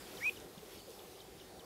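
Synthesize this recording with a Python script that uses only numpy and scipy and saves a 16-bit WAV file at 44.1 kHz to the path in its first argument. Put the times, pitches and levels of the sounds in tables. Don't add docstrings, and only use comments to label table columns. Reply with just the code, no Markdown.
import sys
import numpy as np
from scipy import signal
from scipy.fft import rfft, irfft, next_fast_len
from scipy.io import wavfile
from scipy.ndimage import uniform_filter1d, map_coordinates

SR = 44100
rng = np.random.default_rng(int(sys.argv[2]) if len(sys.argv) > 2 else 0)


def waveform_to_disk(signal):
    frames = np.transpose(np.atleast_2d(signal))
    scaled = np.clip(frames, -1, 1) * 32767
    samples = np.round(scaled).astype(np.int16)
    wavfile.write(sys.argv[1], SR, samples)


N = 72765


def amp(db):
    return 10 ** (np.asarray(db) / 20)


def unit(x):
    return x / np.sqrt(np.mean(x ** 2) + 1e-20)


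def clock():
    return np.arange(N) / SR


def bell(x, centre, half_width):
    return np.exp(-((x - centre) / half_width) ** 2)


def curves(rows):
    times, *columns = np.transpose(rows)
    return [np.interp(clock(), times, column) for column in columns]


def wobble(rate_hz):
    knots = rng.standard_normal(int(N * rate_hz / SR) + 4)
    return map_coordinates(knots, [clock() * rate_hz])


def filtered(x, response):
    size = next_fast_len(N + 8192)
    return irfft(rfft(x, size) * response(np.fft.rfftfreq(size, 1 / SR)), size)[:N]


def band_noise(centre_hz, half_width_hz):
    return unit(filtered(rng.standard_normal(N), lambda hz: bell(hz, centre_hz, half_width_hz)))


def coloured_noise(spectrum, patchy_db):
    white = signal.stft(rng.standard_normal(N), nperseg=512)[2]
    patches = uniform_filter1d(rng.standard_normal(white.shape), size=7, axis=0)
    patches = uniform_filter1d(patches, size=16, axis=1)
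    noise = signal.istft(white * amp(patchy_db * unit(patches)), nperseg=512)[1][:N]
    hz, db = np.transpose(spectrum)
    return unit(filtered(noise, lambda f: amp(np.interp(np.log(f + 1), np.log(hz + 1), db))))


def tone(hz):
    return np.sqrt(2) * np.sin(2 * np.pi * np.cumsum(hz) / SR)


# frequency_hz, relative_density_db
RUMBLE_SPECTRUM = [(20, -31), (32, -14), (52, -5), (80, -8), (105, -5.5), (140, -9.5), (190, -4), (260, -8),
                   (330, -1), (387, 1), (435, -4.5), (493, -0.1), (565, -8.5), (612, -4.5), (666, -11),
                   (760, -4.5), (915, -14), (1500, -27), (2200, -55)]

def distant_rumble(level_db=-55):
    return amp(level_db + 0.4 * wobble(10.1)) * coloured_noise(RUMBLE_SPECTRUM, patchy_db=1.5)


# time_s, level_db
HISS_LEVELS = [(0, -55), (.12, -55), (.27, -52.5), (.31, -56), (.39, -57.5), (.48, -60.5), (.63, -59.5),
               (.74, -56), (.84, -59.5), (.92, -58), (1.08, -58.5), (1.33, -60.5), (1.65, -60.5)]
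# frequency_hz, relative_density_db
GRASS_SPECTRUM = [(590, -38), (1000, -2), (1940, -3), (3000, -1.5), (4500, -1.4), (6300, -4.5),
                  (8600, -6.5), (12500, -8), (14000, -9), (15500, -11.5)]
# time_s, level_db
FIZZ_LEVELS = [(0, -77), (.12, -65), (.22, -67), (.33, -60), (.38, -69), (.64, -73), (.74, -64), (.83, -77),
               (.9, -68), (1.08, -68), (1.3, -78)]
# time_s, level_db
RUSTLE_LEVELS = [(0, -63), (.3, -64.5), (.55, -69), (.8, -77), (1.4, -75), (1.65, -65.5)]
# peak_s, centre_hz, half_width_s, level_db
RUSTLE_PUFFS = [(0.142, 1250, 0.0064, -59), (0.265, 1032, 0.012, -55), (0.56, 1060, 0.0087, -60.5),
                (1.633, 1080, 0.0092, -60)]

def wind_in_grass():
    (hiss_db,), (fizz_db,), (rustle_db,) = map(curves, (HISS_LEVELS, FIZZ_LEVELS, RUSTLE_LEVELS))
    hiss = amp(hiss_db + 0.22 * wobble(19.9)) * coloured_noise(GRASS_SPECTRUM, patchy_db=1.5)
    fizz = amp(fizz_db) * band_noise(11900, half_width_hz=3400)
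    rustle = amp(rustle_db + 1.1 * wobble(30)) * band_noise(1180, half_width_hz=1430)
    puffs = sum(amp(db) * bell(clock(), peak_s, half_width_s) * band_noise(hz, half_width_hz=220)
                for peak_s, hz, half_width_s, db in RUSTLE_PUFFS)
    return hiss + fizz + rustle + puffs


# peak_s, pitch_hz, half_width_s, level_db
HOOT_SWELLS = [(0.634, 415, 0.0097, -51), (0.894, 488, 0.021, -51.5), (1.084, 486, 0.025, -57)]

def far_hoots():
    return sum(amp(db) * bell(clock(), peak_s, half_width_s) * tone(hz * (1 + 0.0516 * wobble(110)))
               for peak_s, hz, half_width_s, db in HOOT_SWELLS)


# peak_s, pitch_hz, half_width_s, level_db
SQUEAK_NOTES = [(0.198, 5100, .008, -62), (0.243, 5740, .04, -62), (0.745, 5200, 0.043, -67),
                (0.812, 4500, 0.063, -65)]

def far_squeaks():
    return sum(amp(db) * bell(clock(), peak_s, half_width_s) * band_noise(hz, half_width_hz=210)
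               for peak_s, hz, half_width_s, db in SQUEAK_NOTES)


# peak_s, level_db
SHELL_CLICKS = [(0.279, -50), (0.402, -53), (0.9055, -53.5)]

def loose_shells(half_width_s=0.0014):
    envelope = sum(amp(db) * bell(clock(), peak_s, half_width_s) for peak_s, db in SHELL_CLICKS)
    return envelope * band_noise(6440, half_width_hz=3200)


def thump(start_s=0.5748, pitch_hz=193, level_db=-40.5, attack_s=0.0011, t60_s=0.056):
    age = np.clip(clock() - start_s, 0, None)
    envelope = amp(level_db - 60 * age / t60_s) * (1 - np.exp(-age / attack_s))
    return envelope * np.sin(2 * np.pi * pitch_hz * age)


def ground_scatter(calls, gain_db=-23, delay_s=0.0012, t60_s=0.082):
    t = np.arange(SR // 4) / SR
    tail = rng.standard_normal(len(t)) * amp(-60 * t / t60_s) * (t > delay_s)
    return amp(gain_db) * signal.fftconvolve(calls, tail / np.linalg.norm(tail))[:N]


# start_s, drop_level_db, held_pitch_hz, held_relative_db
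PIP_CALLS = [(0.169, -48.5, 3120, -5), (0.359, -52.5, 3020, 0), (0.5770, -54, 2830, -10),
             (0.7890, -55.5, 3080, -3.5), (0.99, -53, 2970, -9), (1.2018, -52, 3130, -5.5),
             (1.3975, -53.5, 3000, -5), (1.5927, -53.5, 3100, -5)]

def pipping_bird(drop_hz=1430, drop_s=0.00682, sag_after_s=0.0147, sag_hz_per_s=36000, octave_db=-10):
    pips = np.zeros(N)
    for start_s, level_db, held_hz, held_db in PIP_CALLS:
        age = clock() - start_s
        hz = held_hz + drop_hz * np.clip(1 - age / drop_s, 0, 1)
        hz -= sag_hz_per_s * np.clip(age - sag_after_s, 0, 0.02)
        hz *= 1 + 0.01245 * wobble(300)
        drop = bell(age, centre=0.0039, half_width=0.0026)
        hold = amp(held_db) * bell(age, centre=0.015, half_width=0.0048)
        pips += amp(level_db) * ((drop + hold) * tone(hz) + amp(octave_db) * hold * tone(2 * hz))
    return pips


# time_s, pitch_hz, level_db
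WHISTLE_CONTOUR = [(0.203, 1580, -61), (0.217, 1857, -47), (0.227, 1952, -43), (0.230, 2178, -40.5),
                   (0.239, 2271, -40), (0.245, 2297, -36.5), (0.267, 2507, -32), (0.279, 2541, -31.5),
                   (0.293, 2446, -32.5)]
# harmonic_number, relative_level_db
WHISTLE_HARMONICS = [(2, -41), (3, -38)]

def whistling_bird(flick_start_s=0.295, flick_s=0.0035, flick_hz_per_s=280000, release_db_per_s=4900,
                   attack_s=0.003, jitter=0.0037, rasp_depth=0.4, rasp_fade_s=0.021, halo_fade_s=0.018):
    t = clock()
    hz, db = curves(WHISTLE_CONTOUR)
    age = t - WHISTLE_CONTOUR[0][0]
    flick_age = np.clip(t - flick_start_s, 0, None)
    hz = hz * (1 + jitter * wobble(700)) + flick_hz_per_s * np.minimum(flick_age, flick_s)
    voice = tone(hz) + sum(amp(level) * tone(round(k) * hz) for k, level in WHISTLE_HARMONICS)
    envelope = np.clip(age / attack_s, 0, 1) * amp(db - release_db_per_s * flick_age)
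    rasp = 1 + rasp_depth * np.exp(-np.abs(age) / rasp_fade_s) * wobble(800)
    breath = amp(-54) * bell(t, centre=0.214, half_width=0.011) * band_noise(2250, half_width_hz=220)
    pole = np.exp(-1 / (halo_fade_s * SR))
    lagging_envelope = signal.lfilter([1 - pole], [1, -pole], envelope)
    halo = amp(-20) * lagging_envelope * band_noise(2560, half_width_hz=230)
    return voice * rasp * envelope + breath + halo


def scene():
    background = distant_rumble() + wind_in_grass() + far_hoots() + far_squeaks()
    knocks = loose_shells() + thump()
    birds = pipping_bird() + whistling_bird()
    mono = background + knocks + ground_scatter(birds) + birds
    return np.array([mono, mono])


def record(dry, cutoff_hz=15700):
    return np.array([filtered(channel, lambda hz: hz < cutoff_hz) for channel in dry])


dry = scene()
out = record(dry)
waveform_to_disk(out)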